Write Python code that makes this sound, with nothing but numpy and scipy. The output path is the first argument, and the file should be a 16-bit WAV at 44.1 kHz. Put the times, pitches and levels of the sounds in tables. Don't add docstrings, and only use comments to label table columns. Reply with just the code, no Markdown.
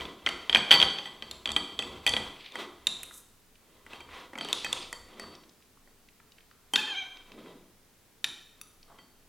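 import sys
import numpy as np
from scipy import signal
from scipy.fft import rfft, irfft, next_fast_len
from scipy.io import wavfile
from scipy.ndimage import uniform_filter1d

SR = 44100
rng = np.random.default_rng(int(sys.argv[2]) if len(sys.argv) > 2 else 0)


def ratio_of_db(decibels):
    return 10 ** (np.asarray(decibels, float) / 20)


def unload_wav(signal):
    wavfile.write(
        sys.argv[1],
        SR,
        np.round(np.clip(np.atleast_2d(signal).T, -1, 1) * 32767).astype(np.int16),
    )


N = 409248
TIME = np.arange(N) / SR

# (time [s], peak level [dB], blade pitch [Hz], plate ring [dB])
FIRST_CATCHES = [(.0014, -33.5, 2330, -11), (.0084, -28.5, 3200, -21.5), (.0171, -34.5, 2000, -18),
                 (.0534, -30, 3430, -20), (.2631, -12.5, 3170, -31), (.2717, -16, 2040, -17),
                 (.4958, -13.5, 3200, -19), (.528, -14, 3220, -27.5), (.5477, -2, 3240, -20.5),
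                 (.558, -8, 2449, -22.5), (.5698, -13, 3190, -10.5), (.7087, -4.5, 3160, -32),
                 (.7137, -2, 3090, -10), (.7218, -9, 3200, -22.5), (.7262, -5, 3320, -26),
                 (.7329, -12.5, 3300, -5.5), (.7401, -11.5, 3220, -6.5), (.75, -17, 3240, -15),
                 (.8005, -10, 3260, -20.5), (.8155, -9, 3310, -19), (.8265, -4.5, 3234, -17),
                 (.9855, -25, 3400, -12), (1.0565, -33.5, 3230, -1.5), (1.2232, -25.5, 3170, -13.5)]
# (time [s], peak level [dB], blade pitch [Hz], plate ring [dB], brightness [dB])
MIDDLE_CATCHES = [(1.4568, -17.5, 3410, -19.5, -6.), (1.4745, -22.5, 3230, -27, 2.5),
                  (1.491, -23.5, 3200, -12, -0.5), (1.5042, -24, 3270, -10.5, -0.5),
                  (1.5177, -26, 3580, -24, 13), (1.5639, -11, 3216, -14, -2.5),
                  (1.7907, -16.5, 3400, -12, 4), (1.8236, -26.5, 2610, -16.5, 4),
                  (2.0649, -14, 2450, -5.5, 11), (2.0757, -12, 3410, -11, 2.5),
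                  (2.0924, -21.5, 3210, -13.5, 15), (2.137, -15, 3340, -16, -2.5),
                  (2.1657, -16.5, 3200, -20.5, -5.5), (2.1724, -25.5, 1960, -8, 8),
                  (2.5214, -39.5, 3630, -26, 5), (2.5557, -24, 1970, -18, 1.5)]
LAST_CATCHES = [(3.8648, -40, 2000, -25.5, -5), (3.933, -34.5, 2620, -24, -1),
                (3.9594, -48.5, 3130, -3, -2.), (4.0051, -38.5, 2370, -13, 1), (4.333, -38, 1890, -25, -5),
                (4.3548, -32.5, 2250, -25, -8), (4.3775, -33.5, 2030, -18, 2), (4.3855, -31.5, 3200, -7, 5),
                (4.41, -26.5, 3200, -14, -8), (4.4479, -33, 3330, -17, 6.5), (4.4868, -30.5, 3000, -7, 5),
                (4.6458, -28.5, 1880, -1, 12), (4.9279, -28, 1930, -11, 9.), (5.1969, -31, 1950, -9, 10.),
                (5.8745, -53.5, 1968, -9.5, -5), (6.736, -22, 3034, -0.5, 13),
                (8.9865, -49.5, 2036, -4, -13)]
CATCH_CRACK_DB = [-39, -17.5, -14]
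# (time [s], peak level [dB], click pitch [Hz],
# ring [dB], brightness [dB])
CUTLERY_HITS = [
    (.289, -19, 3190, -19, -2.5),
    (1.3118, -28, 4220, -8.5, 1),
    (2.8696, -12, 3743, -10.5, 1.5),
    (4.5288, -14, 3500, -14, 7.),
    (4.7284, -13, 3520, -21, 7),
    (6.758, -10.5, 3630, -17.5, -5),
    (8.2428, -19.5, 3760, -5.5, -9),
]
# (pitch [Hz], level [dB], t60 [s]); the plate's list ends with a low table mode
# near 155 Hz that rings along with it
PLATE_MODES = [(813.3, -15.5, .12), (1972, -7.5, 0.12), (2540, -11.5, 0.082), (3170, -6.5, 0.2),
               (4536, -13.5, 0.37), (4558, -15.5, 0.33), (6141, -21, 0.11), (7825, -22.5, 0.18),
               (7860, -24, .05), (9900, -24.5, 0.12), (10670, -26, .06), (12410, -33, .05),
               (12990, -25.5, .04), (155.3, -27.5, 0.25)]
CUTLERY_MODES = [(1588, -13, 0.021), (2122, -15.5, 0.023), (2400, -16, .02), (3520, -2, .02), (3680, -8, .14),
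                 (4080, 2, 0.011), (5870, -11.5, 0.018), (5810, -5, .015), (7340, -5, 0.027),
                 (9880, -9.5, 0.039), (10900, -16, 0.03), (13000, -14, .02)]
BLADE_MODES = [(1250, -10.5, 0.024), (2620, -5.5, 0.023), (3660, -4.5, 0.019), (4600, -9, 0.015),
               (5900, -7.5, 0.031), (7150, -12.5, 0.019), (8520, -13.5, 0.029), (10120, -4, .035),
               (11620, -16, .025), (13690, -9.5, 0.024), (15780, -9, 0.016)]
# (fullest at [s], length [s], rasp [dB], table rumble [dB])
STROKES = [(0., .3, -38.5, -43), (0.337, 0.41, -45, -56.5), (0.581, 0.23, -50.5, -64),
           (0.78, 0.23, -30, -51), (1.037, 0.27, -46.5, -57), (1.29, 0.45, -51.5, -56),
           (1.68, .3, -49, -67), (1.875, .3, -46.5, -46.5), (2.17, 0.48, -43.5, -58),
           (2.435, 0.23, -56, -74), (2.596, 0.16, -38, -47.5), (2.975, 0.53, -55.5, -62.5),
           (3.74, 0.37, -62.5, -64), (3.948, 0.19, -46.5, -74), (4.17, 0.23, -43, -55.5),
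           (4.516, 0.18, -38, -58), (4.729, 0.36, -43.5, -52.5), (5.22, 0.45, -49.5, -51),
           (6.883, .12, -42.5, -71), (7.108, 1, -57.5, -71.5), (7.442, 0.36, -52.5, -47.5),
           (8.586, 0.158, -65, -71), (8.943, 0.29, -67, -61.5)]
# (frequency [Hz], level [dB])
RASP_TONE = [(180, -37.5), (300, -6), (895, -8.5), (986, -0.5), (1620, -11.5), (2030, -9.5), (2720, -10.5),
             (3690, -9.5), (4700, -20), (14000, -37)]
# (time [s], peak level [dB], centre [Hz])
CRUMB_SNAPS = [(3.0318, -27.5, 9600), (3.032, -32, 2450), (3.1098, -39, 1400), (3.1383, -40, 6530),
               (3.1794, -45, 11000), (3.5545, -52, 2910), (4.0896, -42, 1140), (4.1993, -42, 3590),
               (4.6633, -28, 1590), (5.2374, -36.5, 1490), (5.3518, -39, 4470), (5.436, -48, 3100),
               (5.4935, -48, 4550), (5.6033, -59, 1348), (5.624, -52.5, 3180), (5.7714, -54, 1090),
               (6.0861, -46.5, 2512), (6.1995, -49.5, 1440), (6.32, -46.5, 3570), (6.3827, -46.5, 2300),
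               (6.4063, -48, 2840), (6.5121, -51.5, 3460), (6.5123, -47.5, 1390), (7.1706, -41, 3150),
               (7.3188, -38, 2830), (7.4604, -43.5, 1985), (8.8287, -44, 4130)]
# (fullest at [s], length [s], level [dB], centre [Hz])
SLIDES = [
    (2.453, 0.22, -51, 3100),
    (3.157, 0.12, -51, 9300),
    (4.16, .2, -53, 2306),
    (4.438, 0.11, -47, 3270),
    (6.781, .12, -54, 11000),
    (8.911, 0.074, -57, 1010),
    (4.591, .2, -44, 3800),
    (4.791, .2, -46, 3600),
]
# (time [s], slip rate [Hz], level [dB])
SQUEAL_PATH = [
    (6.764, 803, -40),
    (6.791, 861, -31.5),
    (6.832, 824, -45),
    (6.886, 884, -41.5),
    (6.955, 734.4, -40.5),
    (6.986, 782, -38),
    (7.03, 743.5, -43.5),
    (7.08, 789, -59),
    (7.22, 760, -60),
]
SQUEAL_PARTIALS_DB = [-10, -5, -1.5, -7, -8, -26, -27, -18]
# (hardest at [s], length [s], level [dB])
PUSHES = [(0., .2, -51), (0.276, 0.33, -59.5), (.57, 0.16, -50.5), (0.84, 0.13, -46.5), (1.333, 0.42, -62),
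          (1.54, 0.18, -48.5), (1.922, 0.43, -55), (2.172, 0.36, -51), (2.997, 0.65, -70.5),
          (4.065, 0.6, -66.5), (4.74, 0.41, -60), (5.003, 0.14, -56.5), (5.27, 0.16, -63.5)]
# (band centre [Hz], level [dB], t60 [s])
ROOM_BANDS = [
    (244.9, -15, 0.53),
    (944, -15, 0.61),
    (3200, -18, 0.67),
    (7900, -10.5, 0.61),
    (11000, -30, 0.4),
]
# (frequency [Hz], level [dB])
HISS_TONE = [(12, -25), (20, 0.5), (32, -33), (75, -21), (105, -21.5), (257, -20.5), (321, -24), (369, -26),
             (413, -21.5), (532, -28), (2860, -33.5), (13800, -38.5), (16300, -39)]
SIDE_HISS_TONE = [(12, -27.5), (20, -2), (43, 0.5), (99, -0.5), (595, -6.5), (684, -10.5), (6820, -12),
                  (15000, -8.5), (16300, -17.5)]


def fft_filter(x, response):
    size = next_fast_len(N + len(response))
    return irfft(rfft(x, size) * rfft(response, size), size)[:N]


def colour(x, points):
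    hz, db = np.transpose(points)
    bins = np.maximum(np.arange(len(x) // 2 + 1) * SR / len(x), 1)
    gain = ratio_of_db(np.interp(np.log(bins), np.log(hz), db))
    y = irfft(rfft(x) * gain, len(x))
    return y / np.std(y)


def band(x, lo_hz, hi_hz):
    sos = signal.butter(2, [lo_hz, hi_hz], "bandpass", fs=SR, output="sos")
    return signal.sosfilt(sos, x)


def fade(length_s, t60):
    return np.exp(-np.log(1000) * np.arange(int(length_s * SR)) / SR / t60)


def add(track, s, sound):
    start = int(s * SR)
    track[start:start + len(sound)] += sound[:N - start]


def walk(rate):
    hold = int(SR / rate)
    levels = np.repeat(rng.standard_normal(N // hold + 1), hold)
    return uniform_filter1d(levels, hold)[:N]


def swells(s, length_s, db):
    power, steps = 0, TIME[::64]
    for at, length, top in zip(s, length_s, db):
        power = power + ratio_of_db(top) ** 2 * np.exp(-(4 * (steps - at) / length) ** 2)
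    return np.interp(TIME, steps, np.sqrt(power))


def ring(times, strength_db, modes, scatter_db):
    out = np.zeros(N)
    where = (np.asarray(times) * SR).astype(int)
    for hz, db, t60 in modes:
        share_db = scatter_db * rng.standard_normal(len(where))
        sign = np.sign(rng.standard_normal(len(where)))
        blows = np.zeros(N)
        blows[where] = ratio_of_db(strength_db + db + share_db) * sign
        pole = np.exp(2j * np.pi * hz / SR - np.log(1000) / (t60 * SR))
        out += signal.lfilter([0, pole.imag], [1, -2 * pole.real, abs(pole) ** 2], blows)
    return out


def click(hz, t60):
    t = np.arange(int(.06 * SR)) / SR
    main = np.sin(2 * np.pi * hz * t)
    lower = ratio_of_db(-6.5) * np.sin(2 * np.pi * .76 * hz * t)
    twin = ratio_of_db(-4.5) * np.sin(2 * np.pi * 0.99 * hz * t)
    onset = np.minimum(t / 0.00046, 1)
    y = (main + lower + twin) * fade(.06, t60) * onset
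    return y / np.max(np.abs(y))


def hits(table, modes, click_t60, crack_db, thump_db, clatter_db, scatter_db):
    out = np.zeros(N)
    for s, db, hz, _, *bright in table:
        bright_db = sum(bright)
        grit = rng.standard_normal((3, int(.06 * SR)))
        crack = band(grit[0] * fade(.06, .014), 5000, 9300)
        thump = band(grit[1] * fade(.06, 0.076), 200, 1300)
        clatter = band(grit[2] * fade(.06, 0.03), 0.39 * hz, 1.17 * hz)
        body = click(hz, click_t60)
        body = body + ratio_of_db(crack_db + bright_db - 0.1 * db) * crack / crack.max()
        body = body + ratio_of_db(thump_db - 0.22 * db) * thump / thump.max()
        body = body + ratio_of_db(clatter_db - bright_db) * clatter / clatter.max()
        add(out, s, ratio_of_db(db) * body)
    rows = np.array(table)
    return out + ring(rows[:, 0], rows[:, 1] + rows[:, 3], modes, scatter_db)


def knife_catches():
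    tooth_t60 = .019
    first_db, middle_db, last_db = CATCH_CRACK_DB
    first = hits(FIRST_CATCHES, PLATE_MODES, tooth_t60, crack_db=first_db,
                 thump_db=-20, clatter_db=-8.5, scatter_db=2.5)
    middle = hits(MIDDLE_CATCHES, PLATE_MODES, tooth_t60, crack_db=middle_db,
                  thump_db=-17, clatter_db=-14, scatter_db=3.0)
    last = hits(LAST_CATCHES, PLATE_MODES, tooth_t60, crack_db=last_db,
                thump_db=-11.5, clatter_db=-14, scatter_db=5.0)
    return first + middle + last


def sawing():
    s, length_s, rasp_db, rumble_db = np.transpose(STROKES)
    bursts_db = 2.2 * rng.exponential(size=N) * (rng.random(N) < .05)
    grains = rng.standard_normal(N) * ratio_of_db(bursts_db + 2.8 * walk(60))
    rasp = colour(grains, RASP_TONE)
    plate = fft_filter(rasp, ring([0], 0, PLATE_MODES, scatter_db=0)[:SR // 2])
    crust = rasp + ratio_of_db(-9) * plate / plate.std()
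    rumble = band(rng.standard_normal(N), 170, 520) * ratio_of_db(0.58 * walk(22))
    return (swells(s, length_s, rasp_db - 4.5) * crust
            + swells(s, length_s, rumble_db - 5.5) * rumble / rumble.std())


def cutlery_taps():
    return hits(CUTLERY_HITS, CUTLERY_MODES, click_t60=0.015, crack_db=-13,
                thump_db=-24, clatter_db=-5.0, scatter_db=1.5)


def squeal():
    s, hz, db = np.transpose(SQUEAL_PATH)
    slip_hz = np.interp(TIME, s, hz) * (1 + .022 * walk(220))
    phase = 2 * np.pi * np.cumsum(slip_hz) / SR
    stack = np.zeros(N)
    for number, partial_db in enumerate(SQUEAL_PARTIALS_DB, 1):
        stack += ratio_of_db(partial_db + 4.5 * walk(70)) * np.sin(number * phase)
    one_mode = ring([0], 0, PLATE_MODES[3:4], scatter_db=0)[:SR // 2]
    plate = fft_filter(rng.standard_normal(N), one_mode)
    level = ratio_of_db(np.interp(TIME, s, db, left=-120, right=-120))
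    return (stack + ratio_of_db(1.5) * plate / plate.std()) * level


def blade_clink():
    return ring([8.6135], -32 - 3.5, BLADE_MODES, scatter_db=-1.0)


def sliding():
    grains = rng.standard_normal(N) * ratio_of_db(1.5 * rng.exponential(size=N) + 3.2 * walk(110))
    out = np.zeros(N)
    for s, length_s, db, hz in SLIDES:
        rub = band(band(grains, .6 * hz, 1.45 * hz), .6 * hz, 1.45 * hz)
        out += swells([s], [length_s], [db]) * rub / rub.std()
    return out


def crumbs():
    out = np.zeros(N)
    for s, db, hz in CRUMB_SNAPS:
        burst = rng.standard_normal(int(.03 * SR)) * fade(.03, 0.024)
        snap = band(burst, .72 * hz, 1.3 * hz)
        add(out, s, ratio_of_db(db) * snap / np.abs(snap).max())
    return out


def pressing():
    low = band(rng.standard_normal(N), 45, 87.7)
    resting = ratio_of_db(-76.5)
    return (swells(*np.transpose(PUSHES)) + resting) * low / low.std()


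def kitchen(dry):
    tail = 0
    for hz, db, t60 in ROOM_BANDS:
        echoes = band(rng.standard_normal(int(1.2 * SR)), hz / 2, hz * 1.526) * fade(1.2, t60)
        tail = tail + ratio_of_db(db) * echoes / np.sqrt(np.sum(echoes ** 2))
    tail = tail * np.minimum(np.arange(len(tail)) / SR / 0.02, 1)
    return dry + fft_filter(dry, tail)


def hiss(tone, db):
    return ratio_of_db(db) * colour(rng.standard_normal(N), tone)


def scene():
    steel = knife_catches() + cutlery_taps() + squeal() + blade_clink()
    crust = sawing() + sliding() + crumbs()
    mid = kitchen(steel + crust) + pressing() + hiss(HISS_TONE, -62.5)
    side = hiss(SIDE_HISS_TONE, -68.5)
    return np.array([mid + side, mid - side])


def band_limit(x):
    return signal.sosfilt(signal.butter(12, 16420, fs=SR, output="sos"), x)


def record(dry):
    mix = np.clip(dry, -1, 1)
    return band_limit(mix)


dry = scene()
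out = record(dry)
unload_wav(out)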